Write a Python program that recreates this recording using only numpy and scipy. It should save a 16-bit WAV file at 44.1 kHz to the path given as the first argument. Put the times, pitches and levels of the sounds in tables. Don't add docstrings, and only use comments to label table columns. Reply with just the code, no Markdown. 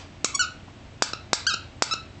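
import sys
import numpy as np
from scipy import signal
from scipy.fft import rfft, irfft
from scipy.io import wavfile

SR = 44100
rng = np.random.default_rng(int(sys.argv[2]) if len(sys.argv) > 2 else 0)


def generate_wav(signal):
    frames = np.transpose(np.atleast_2d(signal))
    scaled = np.clip(frames, -1, 1) * 32767
    pcm = np.round(scaled).astype(np.int16)
    wavfile.write(sys.argv[1], SR, pcm)


N = 97020
PRE_ROLL_S = .2
TIME = np.arange(-int(PRE_ROLL_S * SR), N) / SR


def undb(db):
    return 10 ** (np.asarray(db) / 20)


def along(hz, curve):
    points_hz, values = np.array(curve, float).T
    return np.interp(np.log(np.maximum(hz, 1)), np.log(points_hz), values)


def noise(gain):
    n = len(TIME)
    x = irfft(rfft(rng.standard_normal(n)) * gain(np.arange(n // 2 + 1) * SR / n), n)
    return x / x.std()


# (frequency [Hz], relative density [dB])
ROOM_TONE_EQ = [(15, -33), (25, -13.5), (105, -4.5), (156, -14.5), (176, -14), (209, -15.5), (301, -10.5),
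                (324, -19), (357, -11), (384, -20.5), (625, -19.5), (1300, -26.5), (2770, -27), (7900, -41),
                (8500, -46.5), (11000, -83)]
# (frequency [Hz], rms level [dB])
MOTOR_HUM = [(89.9, -53), (118.6, -57.5), (146, -60), (212, -60), (355, -74), (640, -66), (7887, -93)]

def house_ambience():
    hum = sum(undb(db) * np.sqrt(2) * np.sin(2 * np.pi * (hz * TIME + rng.random()))
              for hz, db in MOTOR_HUM)
    return hum + undb(-46.5) * noise(lambda f: undb(along(f, ROOM_TONE_EQ)))


def pop(at, width_s):
    widths = (TIME - at) / width_s
    push = .17 / np.cosh(np.clip((widths + 1.75) / 2.42, -20, 20))
    slam = np.exp(-.5 * widths ** 2)
    low_cut = signal.butter(2, 161, "high", fs=SR, output="sos")
    return signal.sosfilt(low_cut, push - slam)


def reed(hz, partial_db, flutter, count=7, flutter_hz=385):
    hz = hz * (1 + flutter * noise(lambda f: 1 / (1 + (f / flutter_hz) ** 2)))
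    phase = 2 * np.pi * np.cumsum(hz) / SR
    dispersion_rad = .605
    return sum(undb(partial_db(k, k * hz)) * np.sin(k * phase - dispersion_rad * k * (k - 1) / 2)
               for k in range(1, count + 1))


# (frequency [Hz], gain [dB])
CHIRP_EQ = [(1100, -7.5), (1600, -9), (2300, -7.5), (3100, -13.5), (3800, -8.5), (5000, -9.5),
            (6500, -12.5), (7600, -3), (8600, -23.5)]
# (time [s], pop gain [dB], pop width [s], relative chirp level [dB], chirp length [s],
# extra starting pitch [Hz], resting pitch [Hz], resonance [Hz], fade of the low partials [dB/s])
BITES = [(-.11, 3, 0.0002, -8.5, 0.015, 599, 1225, 5570, 800),
         (0.2451, -13.5, 0.00034, -12.5, 0.019, 298.5, 1178, 6100, 63),
         (1.0229, 0, 0.00011, -10, 0.024, 625.2, 1251, 5300, 1003),
         (1.3318, -0.5, 0.00012, -8.5, 0.03, 973.4, 1299, 5110, 998),
         (1.8230, 0, 0.00011, -10, 0.02, 716, 1259, 5130, 1001)]

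def bite(at, pop_db, width_s, chirp_db, length_s, extra_hz, rest_hz, resonance_hz, fade_db_per_s):
    reed_lag_s, attack_s, release_s = .00013, .00064, .0023
    kick_s, decay_s = .0019, .014
    dive_s, sag_hz_per_s = .0027, 8800
    age = np.clip(TIME - at - reed_lag_s, 0, 1)
    pressure = 1.25 * np.exp(-age / kick_s) + np.exp(-age / decay_s)
    gate = np.clip(age / attack_s, 0, 1) * np.clip(1 - (age - length_s) / release_s, 0, 1)

    def colour(k, hz, boost_db=9.5, width_hz=946, fade_below_hz=2600):
        resonance_db = boost_db * np.exp(-.5 * ((hz - resonance_hz) / width_hz) ** 2)
        fade_db = fade_db_per_s * age / (1 + (hz / fade_below_hz) ** 4)
        return along(hz, CHIRP_EQ) + resonance_db - fade_db

    pitch = rest_hz + extra_hz * np.exp(-age / dive_s) - sag_hz_per_s * np.minimum(age, length_s)
    rasp_hz, rasp_width_hz = 5140, 3700
    rasp = undb(-13) * noise(lambda f: 1 / (1 + (2 * (f - rasp_hz) / rasp_width_hz) ** 4))
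    chirp = reed(pitch, colour, flutter=.01) + rasp
    return undb(pop_db) * pop(at, width_s) + undb(chirp_db - 2.5) * pressure * gate * chirp


# (band centre [Hz], time to fall by 60 dB [s], relative level [dB])
REVERB_BANDS = [(200, 0.41, -12), (610, 0.39, -5.5), (1250, 0.38, 2.5), (1780, 0.39, 1.5), (2480, 0.4, 5.5),
                (5210, 0.32, -3), (8000, 0.24, 1.5)]

def room_reverb(x, send_db=-7.5, pre_delay_s=.0049, build_s=.0077, early_s=.028):
    t = np.arange(int(.6 * SR)) / SR
    hz = np.arange(len(t) // 2 + 1) * SR / len(t)
    scatter = rfft(rng.standard_normal(len(t)))
    centres = np.array(REVERB_BANDS)[:, 0]
    tail = 0
    for share, (_, t60, db) in zip(np.eye(len(centres)), REVERB_BANDS):
        band = irfft(scatter * along(hz, np.c_[centres, share]), len(t))
        tail = tail + undb(db) * band * np.exp(-np.log(1000) * t / t60)
    onset = np.clip((t - pre_delay_s) / build_s, 0, 1)
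    early_lift = 1 + .72 * np.exp(-t / early_s)
    impulse = tail * onset * early_lift / np.sqrt(SR / 20)
    return undb(send_db) * signal.fftconvolve(x, impulse)[:len(x)]


# (frequency [Hz], gain [dB])
NOZZLE_EQ = [(5700, 0), (6400, -7), (7150, 3), (7600, -9.5), (8100, -19)]
# (time [s], pitch [Hz], relative level [dB])
SQUEAK_GESTURES = [
    [(.337, 1070, -42), (.345, 1096, -26), (.3505, 1131, -21), (.3565, 1133, -21.3), (.3625, 1105, -23.5),
     (.367, 1090, -30)],
    [(.3928, 1351, -39), (.3945, 1425, -23.5), (.402, 1511, -21), (.416, 1412, -22.5), (.426, 1322, -27.5),
     (.437, 1272, -37), (.446, 1233, -33)],
    [(1.1330, 1431, -62), (1.1342, 1380, -20.5), (1.1365, 1323, -23.5), (1.139, 1260, -34.5),
     (1.142, 1230, -36.5)],
    [(1.4665, 1380, -41.5), (1.4678, 1410, -19.5), (1.474, 1543, -15.5), (1.481, 1634, -19.5),
     (1.492, 1497, -23.5), (1.503, 1338, -28), (1.515, 1270, -26.5), (1.528, 1242, -33), (1.538, 1311, -27),
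     (1.543, 1447, -21), (1.549, 1185, -50.5)],
    [(1.910, 1227, -42), (1.9128, 1283, -21), (1.916, 1331, -24), (1.931, 1290, -19.5), (1.935, 1331, -29),
     (1.938, 1440, -19), (1.941, 1308, -23.5), (1.946, 1180, -43)],
]
# (gain of each partial, fundamental first [dB])
SQUEAK_PARTIALS = [(-8, -11, -13, -8, -1, 2, 9.5), (2.5, -5, -1.5, -1.5, -2, -14),
                   (-3, -8.5, -3.5, -3, -14, -10), (-1.5, -5.5, -0.5, -3.5, -7, -6.5),
                   (-4.5, -10.5, -3.5, -5, -11, -13)]
SQUEAK_DARKENING = [.65, .02, .02, .02, .02]

def squeak(gesture, partials_db, darkening, release_s=.0018):
    times, hz, db = np.array(gesture).T
    slack_db = np.interp(TIME, times, db - db.max())
    colour = lambda k, f: partials_db[k - 1] + along(f, NOZZLE_EQ) + darkening * (k - 1) * slack_db
    tone = reed(np.interp(TIME, times, hz), colour, flutter=.0028, count=len(partials_db))
    flow = np.interp(TIME, times, undb(db), left=0)
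    ring_out = np.exp(-np.maximum(TIME - times[-1], 0) / release_s)
    return tone * flow * ring_out


# (time [s], swell width [s], band centre [Hz], bandwidth [Hz], level [dB])
SCUFFS = [(0.56, 0.0062, 125, 131, -43), (0.634, 0.0063, 118, 120, -44.5), (0.684, 0.004, 830, 503, -45)]

def scuff(at, width_s, centre_hz, width_hz, db):
    swell = np.exp(-.5 * ((TIME - at) / width_s) ** 2)
    rub = noise(lambda f: 1 / (1 + (2 * (f - centre_hz) / width_hz) ** 2))
    return undb(db) * swell * rub


# (time [s], pop gain [dB])
NIPS = [(1.1353, -20.5), (1.5421, -23), (1.939, -22.5)]

def nip(at, db):
    return -undb(db) * pop(at, width_s=.00029)


def scene():
    bites = sum(bite(*row) for row in BITES)
    squeaks = sum(squeak(*row) for row in zip(SQUEAK_GESTURES, SQUEAK_PARTIALS, SQUEAK_DARKENING))
    toy = bites + squeaks + sum(nip(*row) for row in NIPS)
    mix = toy + room_reverb(toy) + sum(scuff(*row) for row in SCUFFS) + house_ambience()
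    return mix[None, -N:]


def limiter(x, threshold_db=-10.5, attack_s=.0016, release_s=.06):
    fall = np.arange(N) / SR / release_s
    log_level = np.log(np.abs(x) + 1e-9)
    decaying_peak = np.exp(np.maximum.accumulate(log_level + fall, axis=-1) - fall)
    duck = 1 - np.minimum(1, undb(threshold_db) / decaying_peak)
    lag = np.exp(-1 / (attack_s * SR))
    return x * (1 - signal.lfilter([1 - lag], [1, -lag], duck))


def high_cut(x, edge_hz, order):
    hz = np.arange(N + 1) * SR / (2 * N)
    return irfft(rfft(x, 2 * N) / np.sqrt(1 + (hz / edge_hz) ** (2 * order)))[:, :N]


def record(dry):
    sampler_hz = 16000
    mirror = 1 + 2 * np.cos(2 * np.pi * sampler_hz * np.arange(N) / SR)
    sampled = high_cut(limiter(dry), edge_hz=8250, order=24) * mirror
    smoothed = high_cut(sampled, edge_hz=8000, order=36)
    return high_cut(smoothed, edge_hz=9150, order=40)


dry = scene()
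out = record(dry)
generate_wav(out)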